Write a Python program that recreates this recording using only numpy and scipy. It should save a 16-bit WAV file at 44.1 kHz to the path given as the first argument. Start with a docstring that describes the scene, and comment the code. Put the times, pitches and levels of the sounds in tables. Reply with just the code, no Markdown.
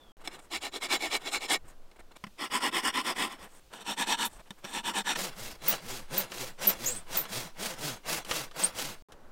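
"""Filing a pruning saw, then sawing driftwood

On a gravel river bank a flat file scrapes the saw's teeth in quick strokes at three places along the
blade, ringing blade and file. Then the teeth tear through dry driftwood: the log booms, fibres crack,
the blade sticks and squeals. Behind: river hush, wind on the microphone, two bird chirps.
Five scenes are joined by hard cuts, two of them with a short silence."""
import sys
import numpy as np
from scipy import signal
from scipy.fft import rfft, irfft, next_fast_len
from scipy.io import wavfile

SR = 44100
rng = np.random.default_rng(int(sys.argv[2]) if len(sys.argv) > 2 else 0)


def generate_wav(signal):
    """Clip the signal to [-1, 1] and save it as 16-bit WAV at the path in sys.argv[1]."""
    frames = np.transpose(np.atleast_2d(signal))
    scaled = np.clip(frames, -1, 1) * 32767
    pcm = np.round(scaled).astype(np.int16)
    wavfile.write(sys.argv[1], SR, pcm)


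N = 410571

# file strokes: (start [s], length [s], level [dB])
FILE_STROKES = [(0.2, 0.033, -49), (0.241, 0.035, -41), (0.294, 0.089, -42.5), (0.387, 0.019, -45),
                (0.396, 0.09, -55.5), (0.5, 0.095, -31), (0.605, 0.095, -33), (0.717, 0.077, -35),
                (0.804, 0.079, -30.5), (0.884, 0.1, -22.5), (0.982, 0.12, -30.5), (1.095, 0.094, -26.5),
                (1.186, 0.078, -43.5), (1.242, 0.068, -32), (1.306, 0.087, -28), (1.394, 0.085, -34),
                (1.477, 0.1, -22), (1.646, 0.094, -52), (1.964, 0.0075, -50), (1.991, 0.023, -46.5),
                (2.115, 0.01, -45.5), (2.158, 0.035, -41.5), (2.378, 0.11, -32.5), (2.502, 0.096, -25),
                (2.596, 0.11, -26), (2.712, 0.11, -26), (2.819, 0.1, -25.5), (2.924, 0.11, -28),
                (3.032, 0.11, -26.5), (3.143, 0.15, -28), (3.271, 0.1, -40), (3.369, 0.11, -42.5),
                (3.44, 0.22, -55.5), (3.708, 0.094, -42.5), (3.792, 0.049, -41.5), (3.845, 0.11, -31.5),
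                (3.965, 0.091, -26), (4.056, 0.11, -25), (4.165, 0.12, -27), (4.262, 0.15, -51.5),
                (4.393, 0.023, -46.5), (4.46, 0.026, -51), (4.575, 0.037, -55.5), (4.627, 0.11, -40.5),
                (4.711, 0.11, -32), (4.832, 0.096, -28), (4.928, 0.1, -27.5), (5.042, 0.11, -26.5),
                (5.154, 0.016, -28)]
# bounds of the three filing places: (time [s])
PLACE_EDGES_S = [0.17, 2.171, 3.6, 5.168]
# per place, low values hold the rasp longer: (exponent of speed [-])
FILE_SWELL = [1.92, 1.6, 1.58]
# blade and file modes per place, below 6 kHz: (frequency [Hz], width [Hz], gain [dB])
BODY_MODES = [
    [(280, 89, -8.5), (399, 20.3, -3), (750, 138, -5.5), (1300, 360, -7), (1834, 39, -5), (2222, 76, 2.5),
     (2850, 180, -8), (3425, 200, -3.5), (4037, 45, -1.5), (4550, 120, -9.5), (5340, 34, -7.5)],
    [(254, 108, 1.5), (790, 62, 2), (1044, 82, 7), (1383, 43, 2), (1885, 284, 0), (2690, 110, -4),
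     (2900, 80, 1), (3490, 390, -2), (4360, 34, -7.5), (5000, 200, -4.5), (5530, 100, -4)],
    [(210, 43, -2), (784, 85, -2), (935, 68, 2), (1384, 115, -5), (1722, 117, -3.5), (2580, 190, -5),
     (3000, 163, -4), (3620, 240, -2.5), (4330, 96, -10.5), (5610, 110, -5)],
]
# same, above 6 kHz: (frequency [Hz], width [Hz], gain [dB])
TING_MODES = [
    [(6960, 66, -0.94), (7230, 130, -0.51)],
    [(8100, 2100, 11), (9760, 590, 4.5)],
    [(7200, 51, 36), (8400, 420, 30)],
]
# blade modes tinting the fine scratch: (frequency [Hz], width [Hz], gain [dB])
SHEEN_MODES = [(6280, 53, -1), (6570, 110, 6), (8300, 1200, 8), (8650, 64, -1), (13100, 76, 7),
               (14700, 150, 2)]
# file set down on a tooth, table thudding below: (time [s], tap [dB], thud [dB])
TAPS = [(0.2743, -27.5, -60), (1.9135, -49.5, -61), (2.2388, -32, -35.5), (2.2672, -40.5, -38.5),
        (3.7353, -37, -52), (4.5059, -32, -37.5), (4.643, -35, -42), (4.649, -33, -55)]
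# pull and push in turn:
# (start [s], length [s], rasp [dB], peak tooth rate [Hz], throb [dB], speed peak [share of length])
SAW_STROKES = [(5.102, 0.26, -37, 197, -49, 0.44), (5.301, 0.31, -43.5, 123, -58, 0.44),
               (5.584, 0.24, -36.5, 193, -53, 0.48), (5.759, 0.34, -43, 130, -54, 0.45),
               (6.067, 0.23, -35.5, 204, -45, 0.5), (6.246, 0.32, -40.5, 127, -53.5, 0.52),
               (6.565, 0.22, -34.5, 217, -45.5, .49), (6.721, 0.36, -41, 136, -53, 0.36),
               (7.047, .25, -36.5, 178, -55.5, 0.5), (7.246, 0.3, -39.5, 125, -51.5, 0.38),
               (7.54, 0.26, -37, 225, -49.5, .42), (7.746, 0.28, -37, 150, -48, 0.35),
               (8.023, 0.23, -33, 170, -53, 0.45), (8.223, 0.29, -38, 168, -51.5, 0.49),
               (8.518, .22, -35, 200, -51.5, 0.53), (8.693, 0.32, -39, 138, -54, 0.4)]
# wood rasp spectrum: (frequency [Hz], relative density [dB])
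WOOD_SPECTRUM = [(41, -32), (70, -24), (162, -6), (492, -1), (640, 0.5), (5570, -7.5), (15800, -15.5)]
# throb harmonics, fundamental first: (relative amplitude [-])
TOOTH_HARMONICS = [1, 1.3, 1.3, 1.0, 0.6]
# log resonances: (frequency [Hz], width [Hz], gain [dB])
LOG_MODES = [(88, 13, 1), (190, 42, 6.5), (306, 200, -3), (534, 90, 4)]
# stick-slip: (start [s], fade time [s], start pitch [Hz], pitch at fade time [Hz], width [Hz], level [dB])
SQUEALS = [(4.25, 0.021, 11300, 11300, 6000, -33.5), (5.678, 0.029, 15700, 15000, 1210, -19),
           (6.176, 0.029, 14400, 14400, 1300, -24.5), (6.669, 0.031, 13200, 13500, 1500, -17.5),
           (6.855, 0.073, 6500, 7840, 800, -29.5), (6.959, 0.032, 8270, 8500, 900, -38),
           (7.167, 0.043, 14700, 13800, 790, -25.5), (8.634, 0.026, 8320, 9080, 505, -21.5)]
# fibre cracks, gravel clicks: (time [s], level [dB], pitch [Hz])
CRACKS = [(5.726, -26.5, 2900), (5.736, -25, 1100), (6.319, -30, 1440), (7.253, -33.5, 1130),
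          (7.737, -39, 2500), (8.248, -37.5, 2490), (8.311, -18, 1500), (8.512, -39.5, 1130),
          (8.787, -30.5, 3090), (9.121, -44, 2120)]
# bird calls: (start [s], length [s], start pitch [Hz], end pitch [Hz], level [dB])
CHIRPS = [(-.05, 0.24, 3700, 3020, -65), (8.97, 0.072, 4120, 4940, -72)]
# water spectrum: (frequency [Hz], relative density [dB])
RIVER_SPECTRUM = [(26, -18.5), (42, -20.5), (75, -29.5), (150, -23.5), (536, -22.5), (793, -26),
                  (15800, -46)]
# river band gains per scene: (murmur [dB], hiss [dB])
RIVER_GAINS = [(-59, -63), (-62, -64), (-65.5, -60), (-62, -59), (-55, -64.5)]
# wind strength: (time [s], level [dB])
GUSTS = [(0.0, -40.5), (0.36, -55.5), (1.4, -59), (1.6, -47), (2.15, -48), (2.3, -60.5), (5.05, -53.5),
         (5.55, -46), (8.79, -48), (9.31, -46)]

WOOD_MODES_HZ = [560, 1000, 1260, 1880, 2990]
CUTS_S = [.15, 2.171, 5.168, 9.05]
SILENCES_S = [(.12, .169), (9.023, 9.086)]   # (start [s], end [s])


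def amp(db):
    """dB to gain."""
    return 10 ** (np.asarray(db) / 20)


def unit_rms(x):
    """Scale to rms 1."""
    return x / np.sqrt(np.mean(x ** 2) + 1e-20)


def butter(x, hz, kind, order=2):
    """Butterworth filter."""
    return signal.sosfilt(signal.butter(order, hz, kind, fs=SR, output="sos"), x)


def colour(x, spectrum):
    """Impose a smooth spectrum; rms 1."""
    size = next_fast_len(N)
    hz, db = np.transpose(spectrum)
    shape_db = np.interp(np.log(np.fft.rfftfreq(size, 1 / SR) + 1), np.log(hz), db)
    return unit_rms(irfft(rfft(x, size) * amp(shape_db), size)[:N])


def flicker(rate_hz, depth_db):
    """Randomly wandering gain; rms 1."""
    return unit_rms(amp(depth_db * unit_rms(butter(rng.standard_normal(N), rate_hz, "low"))))


def grains(rate_hz, spread_db):
    """Random clicks of uneven size; rms 1."""
    sizes = amp(spread_db * np.minimum(rng.exponential(1, N), 4)) * rng.choice([-1, 1], N)
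    return unit_rms(sizes * (rng.random(N) < rate_hz / SR))


def ring(x, modes, direct_db, wander_db=0.0, detune=0.0):
    """Direct path plus resonators, 70 Hz wide or more; a shifting grip varies their gain and pitch."""
    block, impulse = 2000, signal.unit_impulse(4000)
    out, response = amp(direct_db) * x, amp(direct_db) * impulse
    starts = np.arange(0, len(x), block)
    for k, (hz, width_hz, db) in enumerate(modes):
        r = np.exp(-np.pi * np.clip(width_hz, 70, 3000) / SR)
        angle = 2 * np.pi * hz / SR
        b = (-1) ** k * amp(db) * (1 - r * r) / 2 * np.array([1, 0, -1])
        grip, slide = np.clip(rng.standard_normal((2, len(starts) + 1)), -2, 1.4)
        rung, state = x + 1e-18, np.zeros(2)
        for i, shift in zip(starts, 1 + detune * slide):
            a = [1, -2 * r * np.cos(angle * shift), r * r]
            rung[i:i + block], state = signal.lfilter(b, a, rung[i:i + block], zi=state)
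        out += rung * amp(np.interp(np.arange(len(x)) / block, np.arange(len(grip)), wander_db * grip))
        response += signal.lfilter(b, [1, -2 * r * np.cos(angle), r * r], impulse)
    return out / np.sqrt(np.sum(response ** 2))


def glide(start_s, length_s, start_hz, end_hz):
    """Sample indices, progress 0-1 and phase of a linear sweep."""
    at = np.arange(max(round(start_s * SR), 0), min(round((start_s + length_s) * SR), N))
    progress = (at / SR - start_s) / length_s
    return at, progress, 2 * np.pi * np.cumsum(start_hz + (end_hz - start_hz) * progress) / SR


def stroke(start_s, length_s, peak_share):
    """Sample indices and hand speed 0-1, rising then falling."""
    at, progress, _ = glide(start_s, length_s, 0, 0)
    return at, np.sin(np.pi / 2 * np.interp(progress, [0, peak_share, 1], [0, 1, 2]))


def file_envelopes():
    """Body, ting, sheen and rub envelopes: the file bites harder and brighter at speed."""
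    body, ting, sheen, rub = np.zeros((4, N))
    for start_s, length_s, db in FILE_STROKES:
        at, speed = stroke(start_s - .006, length_s + .0081, peak_share=.55)
        place = np.searchsorted(PLACE_EDGES_S, start_s)
        in_place = at < PLACE_EDGES_S[place] * SR
        at, speed = at[in_place], speed[in_place]
        dragging = db < -49.5 and length_s > .028
        treble_db = -7 if dragging else -12 + 36 * (length_s - .12)   # longer strokes are brighter
        lightness = np.clip((-35.5 - db) / 14, .12, .8)   # light touch: more rustle, less ring
        body[at] += (1 - lightness) * amp(db) * speed ** FILE_SWELL[place - 1]
        ting[at] += (1 - lightness) * amp(db + treble_db) * speed ** 1.4
        sheen[at] += amp(db + treble_db) * speed ** 1.94
        rub[at] += lightness * amp(db) * speed ** .46
    return body, ting, sheen, rub


def filing(thud_hz=200):
    """Strokes and taps drive gritty contact noise; blade and file ring differently at each place."""
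    body, ting, sheen, rub = file_envelopes()
    thud, ringing = np.zeros((2, N))
    for start_s, db, thud_db in TAPS:   # tap: short rattle of the same contact
        at = np.arange(round(start_s * SR), round((start_s + .071) * SR))
        age_s = at / SR - start_s
        body[at] += amp(db) * np.exp(-age_s / .004)
        rub[at] += amp(db - 7.5) * np.exp(-age_s / .0094)
        sheen[at] += amp(db - 14.5) * np.exp(-age_s / .0059)
        thud[at] += amp(thud_db) * np.exp(-age_s / .0098) * np.sin(2 * np.pi * thud_hz * age_s)
    bite = unit_rms(grains(12000, 3) + .6 * rng.standard_normal(N)) * flicker(108, 1.2)
    scratch = unit_rms(grains(9000, 1.64) + .27 * rng.standard_normal(N)) * flicker(67, 2.3)
    edges = [round(s * SR) for s in PLACE_EDGES_S]
    for a, b, body_modes, ting_modes in zip(edges, edges[1:], BODY_MODES, TING_MODES):
        low = ring((body * bite)[a:b], body_modes, direct_db=-20, wander_db=2.5, detune=.012)
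        low = butter(butter(low, 205, "high", order=4), 7400, "low")
        high = ring((ting * bite)[a:b], ting_modes, direct_db=-76, wander_db=2.5)
        ringing[a:b] = low + amp(-3) * butter(high, 6300, "high")
    hiss = ring(sheen * scratch, SHEEN_MODES, direct_db=3.5, wander_db=-6.5)
    hiss = butter(butter(hiss, 5000, "high"), 5200, "low", order=1)
    rustle = butter(butter(rub * scratch, 180, "high"), 1390, "low")
    return ringing + amp(7.5) * hiss + amp(8.5) * rustle + thud


def sawing(t, pull_treble_db=3, push_treble_db=4):
    """Teeth tear fibres: a rasp pulsing at a tooth rate that follows arm speed; log and blade ring."""
    force, shine, throb, pulse = np.zeros((4, N))
    unsteady = flicker(28, .43)
    harmonic_gains = [gain * flicker(15, 4) for gain in TOOTH_HARMONICS]
    for i, (start_s, length_s, db, tooth_hz, throb_db, peak_share) in enumerate(SAW_STROKES):
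        at, speed = stroke(start_s, length_s, peak_share)
        phase = 2 * np.pi * np.cumsum(tooth_hz * speed ** .9 * unsteady[at]) / SR
        tooth_tone = sum(gain[at] * np.sin(k * phase) for k, gain in enumerate(harmonic_gains, 1))
        treble_db = push_treble_db if i % 2 else pull_treble_db
        force[at] += amp(db) * speed ** 1.61
        shine[at] += amp(db + treble_db) * speed ** 3.05
        pulse[at] += .083 * speed * np.cos(phase)
        throb[at] += amp(throb_db) * speed ** 2.83 * tooth_tone
    tear = (grains(3000, .46) + 1.28 * rng.standard_normal(N)) * (1 + pulse) * flicker(34, 1.75)
    rasp = colour(tear, WOOD_SPECTRUM)
    low = butter(rasp, 3800, "low")
    boom = amp(-9) * ring(throb, LOG_MODES, direct_db=-16)
    onset = round(SAW_STROKES[0][0] * SR)
    blade_modes = [(hz, 80, -5 * abs(np.log2(hz / 4200))) for hz in np.linspace(900, 11000, 34)]
    drive = force * unit_rms(tear)
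    blade = np.zeros(N)
    blade[onset:] = amp(-15) * ring(drive[onset:], blade_modes, direct_db=-84, wander_db=9)
    return (t > PLACE_EDGES_S[-1]) * (force * low + shine * (rasp - low) + boom + blade)


def squeals():
    """Blade stick-slip: a rough tone starts fast, glides and fades; the lowest has a brief octave."""
    out = np.zeros(N)
    for start_s, fade_s, start_hz, fade_hz, width_hz, db in SQUEALS:
        at, progress, phase = glide(start_s, 2 * fade_s, start_hz, 2 * fade_hz - start_hz)
        noise = rng.standard_normal((2, 12000))[:, :len(at)]
        rough = unit_rms(butter(noise, width_hz / 2, "low"))
        tone = (rough[0] + 1j * rough[1]) * np.exp(1j * phase)
        octave = amp(-3) * tone * np.exp(1j * phase - progress / .25) * (start_hz < SR / 6)
        envelope = np.minimum(progress / .081, 1) * np.exp(-(progress / .48) ** 2)
        out[at] += amp(db) * envelope * np.real(tone + octave)
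    lag = round(.0016 * SR)   # round trip in the blade: the glide steps from mode to mode
    return .96 * signal.lfilter([1], np.r_[1, np.zeros(lag - 1), -.42], out + 1e-18)


def cracks(width_hz=200, decay_s=.008):
    """Sharp noise bursts, each ringing the wood modes near its pitch."""
    out, size = np.zeros(N), 1500
    for start_s, db, pitch_hz in CRACKS:
        burst = rng.standard_normal(size) * np.exp(-np.arange(size) / (decay_s * SR))
        modes = [(hz, width_hz, -5 * abs(np.log2(hz / pitch_hz))) for hz in WOOD_MODES_HZ]
        knock = butter(ring(burst, modes, direct_db=-11), 3.8 * pitch_hz, "low")
        out[round(start_s * SR):][:size] += amp(db) * knock
    return out


def gravel_echo(x, delay_s=.006):
    """One dull reflection off the bank."""
    lag = round(delay_s * SR)
    return amp(-18.5) * np.r_[np.zeros(lag), butter(x, 11000, "low")[:-lag]]


def birds():
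    """Thin gliding whistles, flickering in level."""
    out = np.zeros(N)
    for start_s, length_s, start_hz, end_hz, db in CHIRPS:
        at, progress, phase = glide(start_s, length_s, start_hz, end_hz)
        out[at] += np.sqrt(2) * amp(db) * np.sin(np.pi * progress) * np.sin(phase)
    return out * flicker(150, 4.3)


def wind(t):
    """Slow pressure lumps on the microphone, weaker flutter above."""
    lumps = butter(butter(rng.standard_normal(N), 13.86, "low", order=8), 8.2, "high", order=4)
    flutter = butter(butter(rng.standard_normal(N), 45, "low"), 19, "high") * flicker(5.5, 6)
    gust_db = np.interp(t, *np.transpose(GUSTS))
    return amp(gust_db) * unit_rms(lumps) + amp(-63) * unit_rms(flutter)


def river(t):
    """Water noise as low murmur and high hiss; levels step at each cut."""
    murmur_db, hiss_db = np.transpose(RIVER_GAINS)[:, np.searchsorted(CUTS_S, t)]
    water = colour(rng.standard_normal(N), RIVER_SPECTRUM)
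    murmur = butter(water, 1700, "low", order=4)
    hiss = butter(water, 2500, "high", order=4)
    return amp(murmur_db) * murmur + amp(hiss_db) * hiss


def scene():
    """Mono mix on two channels, muted in the two gaps."""
    t = np.arange(N) / SR
    water = river(t)
    work = filing() + sawing(t) + squeals() + cracks()
    mono = work + gravel_echo(work) + birds() + wind(t) + water
    for start_s, end_s in SILENCES_S:
        mono[(t >= start_s) & (t < end_s)] = 0
    return np.stack([mono, mono])


def record(dry):
    """Steep elliptic low-pass."""
    cutoff_hz = 15830
    return signal.sosfilt(signal.ellip(12, .5, 70, cutoff_hz, fs=SR, output="sos"), dry)


dry = scene()
out = record(dry)
generate_wav(out)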